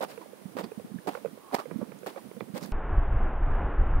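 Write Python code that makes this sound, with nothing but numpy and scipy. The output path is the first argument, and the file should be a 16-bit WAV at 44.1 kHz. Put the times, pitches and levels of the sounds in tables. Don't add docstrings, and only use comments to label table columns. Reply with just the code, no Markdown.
import sys
import numpy as np
from scipy.fft import rfft, irfft, next_fast_len
from scipy.io import wavfile
from scipy.ndimage import uniform_filter1d, map_coordinates

SR = 44100
rng = np.random.default_rng(int(sys.argv[2]) if len(sys.argv) > 2 else 0)


def wav_record(signal):
    frames = np.transpose(np.atleast_2d(signal))
    bounded = np.clip(frames, -1, 1)
    quanta = np.round(bounded * 32767).astype(np.int16)
    wavfile.write(sys.argv[1], SR, quanta)


N = 176400

# (frequency [Hz], level [dB])
WASH_EQ = [(25, -48), (60, -32), (110, -23), (200, 4), (400, 7.5), (1000, -3), (2000, -11), (5000, -22),
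           (15000, -38.5)]
HISS_EQ = [(100, -5), (3000, -2), (7500, -5.5), (10000, 1), (11500, -4.5), (15000, -2.5)]
SWISH_EQ = [(300, -7), (700, -3.5), (1150, 9), (1600, -26.5), (4000, -30.5)]
# (left [dB], right [dB])
WASH_LEVELS = [-59.5, -50.5]
# (time [s], level [dB])
RUB_ENVELOPE = [(0.0, -59), (0.1, -56.5), (0.24, -58.5), (0.47, -54.5), (0.62, -51.5), (1.16, -52.5),
                (1.31, -48.5), (1.56, -76.5), (1.72, -45), (1.84, -46.5), (2.07, -64.5), (2.25, -56),
                (2.4, -47.5), (2.51, -52.5), (2.7, -45.5)]
# (frequency [Hz], level [dB])
RUB_EQ = [(25, -56.5), (60, -29), (100, -12.5), (200, 2), (300, -5.5), (500, -11.5), (800, -27),
          (2000, -33.5), (6000, -69.5)]
CLICK_EQ = [(300, -3), (700, 11), (1200, 11), (1700, 0.5), (2400, 5), (3600, -25), (5000, -45),
            (15000, -55)]
# (time [s], attack [s], hold [s], release per 20 dB [s], thud [dB],
# crunch [dB], grit [dB], hollow pitch [Hz], hollow level [dB])
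STEPS = [(0.007, 0.002, 0.012, 0.04, -42, -31.5, -49.5, 800, -37),
         (0.025, 0.003, 0.014, 0.02, -42, -33, -47, 620, -36),
         (0.076, 0.025, 0.0054, 0.089, -62, -45, -51.5, 490, -47),
         (0.201, .02, .003, 0.022, -46, -44, -65, 1000, -45),
         (0.566, 0.006, 0.005, 0.03, -42, -32.5, -49.5, 900, -38.5),
         (0.585, 0.003, 0.008, 0.045, -36.5, -34.5, -47, 600, -43),
         (0.633, 0.0097, 0.0018, 0.025, -35, -41.5, -55, 452, -46),
         (1.071, 0.003, 0.018, .018, -30, -30, -45.5, 760, -28),
         (1.102, 0.012, 0.06, 0.05, -70, -47, -57.5, 850, -50.5),
         (1.52, 0.011, 0.012, 0.0061, -35.5, -31.5, -52.5, 800, -33.5),
         (1.543, .0015, .006, 0.0061, -28, -28.5, -31.5, 900, -25.5),
         (1.556, 0.0018, 0.011, 0.024, -47.5, -35, -47.5, 1230, -44.5),
         (1.581, .012, 0.0027, 0.035, -45, -32.5, -45.5, 1140, -33.5),
         (2.061, 0.0019, 0.01, 0.06, -37, -35, -45.5, 610, -49),
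         (2.166, 0.0084, 0.0055, 0.021, -44.5, -40, -61, 1040, -41.5),
         (2.537, 0.024, 0.019, 0.025, -40.5, -37.5, -47.5, 516, -40),
         (2.601, 0.017, 0.033, 0.066, -53, -45.5, -53, 400, -55)]
# (time [s], level [dB], pitch [Hz], attack [s])
SOLE_KNOCKS = [(0.0065, -22, 560, .002), (0.0265, -25, 490, 0.0023), (0.0345, -29.5, 560, 0.002),
               (0.5672, -20.5, 450, 0.0012), (0.5872, -26, 543, .002), (1.0625, -31, 520, 0.0019),
               (1.0725, -23.5, 420, 0.0029), (1.0865, -27, 640, .0025), (1.531, -25.5, 450, 0.0022),
               (1.540, -27, 360, .0018), (1.5444, -16.5, 740, 0.0026), (2.064, -30.5, 430, 0.0034),
               (2.5605, -30, 540, 0.0025), (2.574, -32, 420, 0.002)]
# (frequency [Hz], level [dB])
THUD_EQ = [(25, -53), (60, -31.5), (100, -29), (190, 3), (300, 6.5), (450, -3), (900, -28.5), (3000, -66.5)]
CRUNCH_EQ = [(30, -62), (100, -19), (280, -6), (480, 4), (900, 2.5), (1400, -7), (2300, -15.5),
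             (4000, -22.5), (8000, -48), (16000, -47.5)]
GRIT_EQ = [(600, -26.5), (1800, 5), (3000, -4), (4500, 0), (6500, -8.5), (9500, -8.5), (11500, -9),
           (15000, -6)]
# (frequency [Hz], left over right [dB])
GRIT_PAN = [(1500, -3), (4500, -2), (8000, 5), (15000, 0.5)]
# (time [s], level [dB])
SHELL_SNAPS = [(0.102, -45), (1.072, -40), (1.079, -32), (1.595, -46), (2.0625, -39), (2.579, -30.5),
               (2.612, -37.5), (2.629, -32), (2.636, -34), (2.64, -41), (2.650, -41), (2.661, -33)]
# (time [s], level [dB], pitch [Hz], click level [dB], attack [s])
FINGER_TAPS = [(0.176, -36.5, 465, -46.5, 0.0046), (0.259, -40.5, 540, -66, 0.0025),
               (0.332, -38, 470, -71, 0.003), (0.608, -32.5, 482, -50, 0.0035),
               (0.716, -34, 446, -47.5, 0.0039), (0.797, -36, 486, -52, 0.0023),
               (1.1505, -33, 487, -34.5, 0.004), (1.173, -35.5, 527, -45.5, 0.0027),
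               (1.248, -23.5, 479, -48, 0.0025), (1.257, -27, 497, -42.5, 0.003),
               (1.374, -43.5, 497, -56, 0.0027), (1.655, -34.5, 491, -50, 0.0042),
               (1.7106, -34, 472, -40, 0.0031), (1.813, -32.5, 550, -55, 0.0036),
               (1.826, -30, 438, -55, 0.0024), (1.919, -38, 470, -46.5, 0.0024),
               (2.032, -38.5, 492, -54, 0.0031), (2.042, -42.5, 464, -66, 0.0035),
               (2.16, -35, 535, -44, 0.0054), (2.313, -38.5, 446, -48.5, 0.0022),
               (2.366, -40.5, 485, -54, 0.0055), (2.407, -31, 467, -36, 0.0025)]
# (time [s], level [dB], pitch [Hz], left over right [dB])
GRIP_BUMPS = [(0.454, -28.5, 198, -19.5), (0.55, -32.5, 243, -19), (0.638, -30, 228, -18),
              (0.775, -28, 212, -34.5), (0.844, -34, 211, 24), (0.914, -32.5, 204, -25.0),
              (0.941, -28.5, 232, -37.5), (0.956, -27.5, 193, -31), (0.985, -36.5, 188, -27),
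              (1.328, -35, 215, -24), (1.738, -32.5, 212, -36), (1.757, -22.5, 220, -42),
              (1.786, -27.5, 266, -36), (1.815, -32, 183, -40), (1.826, -26, 233, -44),
              (2.37, -35.5, 216, -32), (2.497, -34.5, 197, -34), (2.537, -28, 186, -34),
              (2.621, -32, 195, -27), (2.688, -35, 226, -29)]
# (time [s], half-width [s], pitch [Hz], bandwidth over pitch [ratio], level [dB])
SLIPS = [(0.645, 0.0081, 4700, 0.17, -50), (0.988, 0.003, 1700, .25, -47.5),
         (1.514, 0.001, 1100, 0.34, -36), (0.642, 0.0017, 2500, 0.45, -45),
         (1.825, 0.014, 1020, 0.45, -47.5), (1.276, 0.001, 1500, 0.6, -48), (1.99, 0.002, 6600, 0.4, -56),
         (2.406, .002, 3370, 0.43, -48), (2.635, 0.013, 5300, 0.64, -49.5)]
# (frequency [Hz], level [dB])
SEA_EQ = [(88, -21.5), (150, -3), (205, -3.5), (418, -3.5), (468, -6.5), (804, -4.5), (1530, -11),
          (2270, -23.5), (2940, -30), (3790, -44.5), (4020, -54.5), (4250, -75.5), (4500, -77),
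          (5850, -116), (9900, -120)]
WIND_EQ = [(8, -13.5), (20, 1.5), (32, -1.5), (45, -4.5), (56, -6.5), (72, -10), (100, -19.5), (122, -17.5),
           (150, -30), (400, -63.5), (1500, -110)]
# (time [s], level [dB])
WIND_ENVELOPE = [(2.73, -24), (2.828, -36), (2.95, -25.5), (2.982, -19), (3.058, -29), (3.168, -20.5),
                 (3.2, -31), (3.23, -20), (3.27, -25.5), (3.316, -38), (3.35, -26.5), (3.402, -29),
                 (3.416, -23.5), (3.558, -23), (3.574, -29.5), (3.656, -26), (3.688, -33), (3.754, -31.5),
                 (3.806, -17), (3.848, -28), (3.884, -24), (3.918, -27.5), (3.944, -19), (3.99, -23)]

CUT_S = 2.721
CASE_LEFT_DB = -24.5
SAG_SHARE, SAG_S = 0.17, 0.0016


def amp(db):
    return 10 ** (np.asarray(db) / 20)


def pan(left_db):
    return amp([[left_db], [0]])


def unit(x):
    return x / np.sqrt(np.mean(x ** 2) + 1e-20)


def clock():
    return np.arange(N) / SR


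def swell(centre_s, width_s):
    return np.exp(-((clock() - centre_s) / width_s) ** 2 / 2)


def filtered(x, response):
    size = next_fast_len(N + SR // 2)
    return irfft(rfft(x, size) * response(np.fft.rfftfreq(size, 1 / SR)), size)[..., :N]


def equalised(x, eq):
    points_hz, db = np.transpose(eq)
    return filtered(x, lambda hz: amp(np.interp(np.log(hz + 1), np.log(points_hz + 1), db)))


def noise(eq):
    return unit(equalised(rng.standard_normal(N), eq))


def band_noise(centre_hz, width):
    white = rng.standard_normal(N)
    return unit(filtered(white, lambda hz: 1 / (1 + ((hz / centre_hz - centre_hz / (hz + 1)) / width) ** 2)))


def wobble(rate):
    knots = rng.standard_normal(int(N * rate / SR) + 4)
    return map_coordinates(knots, [clock() * rate], mode="nearest")


def steadied(x, span_s):
    power = np.abs(uniform_filter1d(x * x, max(int(span_s * SR), 2)))
    return x / np.sqrt(power + .02)


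def ring(start, hz, attack, sag=0):
    age = np.maximum(clock() - start, 0)
    envelope = (age / attack * np.exp(1 - age / attack)) ** 1.33
    bend = sag * SAG_S * (1 - np.exp(-age / SAG_S))
    return envelope * np.sin(2 * np.pi * hz * (age + bend))


def shore_wash():
    return np.array([amp(db + 0.8 * wobble(4.6)) * noise(WASH_EQ) for db in WASH_LEVELS])


def hiss(level_db=-58.5, waver_db=0.84):
    return np.array([amp(level_db + waver_db * wobble(9)) * noise(HISS_EQ) for side in "LR"])


def hand_rub(trim_db=4, flutter_db=4.3):
    level_db = np.interp(clock(), *np.transpose(RUB_ENVELOPE)) + trim_db + flutter_db * wobble(34.99)
    return pan(CASE_LEFT_DB) * amp(level_db) * noise(RUB_EQ)


def grains(eq, per_s=2000, scatter_db=2.5):
    sizes = rng.standard_normal(N) * amp(scatter_db * rng.standard_normal(N))
    slips = (rng.random(N) < per_s / SR) * sizes
    return unit(equalised(slips, eq))


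def crackle(per_s=700, centre_hz=2480, log_spread=0.45, decay_cycles=2.5):
    when, pitch, size = rng.random((int(per_s * N / SR), 3)).T
    hz = centre_hz * np.exp(log_spread * np.sqrt(12) * (pitch - .5))
    age = np.arange(SR // 200)
    cycles = hz[:, None] * age / SR
    strength = size[:, None] ** 3.5
    ticks = strength * np.exp(-cycles / decay_cycles) * np.sin(2 * np.pi * cycles)
    at = (when * N).astype(int)[:, None] + age
    return steadied(unit(np.bincount(at.ravel(), ticks.ravel(), N)[:N]), 0.03)


def grit(envelope, clump_db=1.5, clumps_per_s=300, snap_t60_s=0.0025):
    t = clock()
    spray = envelope * unit(amp(clump_db * wobble(clumps_per_s)))
    snaps = sum(amp(db - 60 * np.abs(t - start) / snap_t60_s) * (t > start) for start, db in SHELL_SNAPS)
    left, right = [spray * grains(GRIT_EQ) + snaps * noise(GRIT_EQ) for side in "LR"]
    coarse = amp(-1) * pan(-2) * envelope * np.array([crackle(), crackle()])
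    return coarse + np.array([equalised(left, GRIT_PAN), right])


def footsteps(knock_trim_db=0.5, left_lead_s=0.00028):
    t, envelopes, hollow = clock(), np.zeros((3, N)), np.zeros(N)
    for start, attack, hold, release, thud_db, crunch_db, grit_db, hollow_hz, hollow_db in STEPS:
        decay = amp(-20 * np.maximum(t - start - attack - hold, 0) / release)
        press = np.clip((t - start) / attack, 0, 1) * decay
        envelopes += amp([[thud_db], [crunch_db], [grit_db]]) * press
        hollow += amp(hollow_db) * press * steadied(band_noise(hollow_hz, width=0.23), 0.031)
    thud_env, crunch_env, grit_env = envelopes
    thud = thud_env * steadied(noise(THUD_EQ), 0.03)
    knocks = sum(amp(db + knock_trim_db) * ring(start, hz, attack, SAG_SHARE)
                 for start, db, hz, attack in SOLE_KNOCKS)
    body = knocks + hollow + crunch_env * steadied(grains(CRUNCH_EQ), 0.028)
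    spread = crunch_env * grains(CRUNCH_EQ)
    early_body = filtered(body, lambda hz: np.exp(2j * np.pi * hz * left_lead_s))
    left = amp(-9.5) * (thud + spread) + amp(-15) * early_body
    return np.array([left, thud + body]) + grit(grit_env)


def finger_taps(tone_trim_db=6, click_trim_db=8.5, click_attack_s=0.00094, click_t60_s=0.027):
    t, tones, click_env = clock(), np.zeros(N), np.zeros(N)
    for start, db, hz, click_db, attack in FINGER_TAPS:
        tones += amp(db + tone_trim_db) * ring(start, hz, attack, SAG_SHARE)
        onset = np.clip((t - start) / click_attack_s, 0, 1)
        click_env += onset * amp(click_db + click_trim_db - 60 * np.abs(t - start) / click_t60_s)
    return pan(CASE_LEFT_DB) * (tones + click_env * steadied(noise(CLICK_EQ), 0.0068))


def grip_bumps(trim_db=3, attack_s=0.0049):
    out = np.zeros((2, N))
    for start, db, hz, left_db in GRIP_BUMPS:
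        sides = pan(left_db) / np.linalg.norm(pan(left_db))
        out += sides * amp(db + trim_db) * ring(start, hz, attack_s)
    return out


def scrapes():
    return pan(-9) * sum(amp(db) * swell(centre, span) * band_noise(hz, width)
                         for centre, span, hz, width, db in SLIPS)


def swish(level_db=-51.5):
    return pan(-11) * amp(level_db) * swell(centre_s=1.5, width_s=0.072) * noise(SWISH_EQ)


def cut_click(level_db=-41.5):
    return amp(level_db) * swell(CUT_S, width_s=0.0006) * band_noise(centre_hz=2700, width=0.85)


def sea_rush(level_db=-37.5, waver_db=1.1):
    return amp(level_db + waver_db * wobble(8)) * noise(SEA_EQ)


def wind_buffet(trim_db=1):
    level_db = np.interp(clock(), *np.transpose(WIND_ENVELOPE)) + trim_db
    return amp(level_db) * steadied(noise(WIND_EQ), 0.07)


def scene(low_cut_hz=65):
    t = clock()
    beach = footsteps() + scrapes() + finger_taps() + grip_bumps() + hand_rub()
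    beach += shore_wash() + swish() + hiss()
    beach = filtered(beach, lambda hz: hz ** 2 / np.hypot(hz ** 2, low_cut_hz ** 2))
    at_sea = np.clip((t - CUT_S) / .002, 0, 1)
    fade_out = np.clip((t[-1] - t) / .004, 0, 1)
    return (1 - at_sea) * beach + cut_click() + at_sea * fade_out * (sea_rush() + wind_buffet())


def record(dry, top_hz=15750):
    return filtered(dry, lambda hz: np.clip((top_hz - hz) / 200 + .5, 0, 1))


dry = scene()
out = record(dry)
wav_record(out)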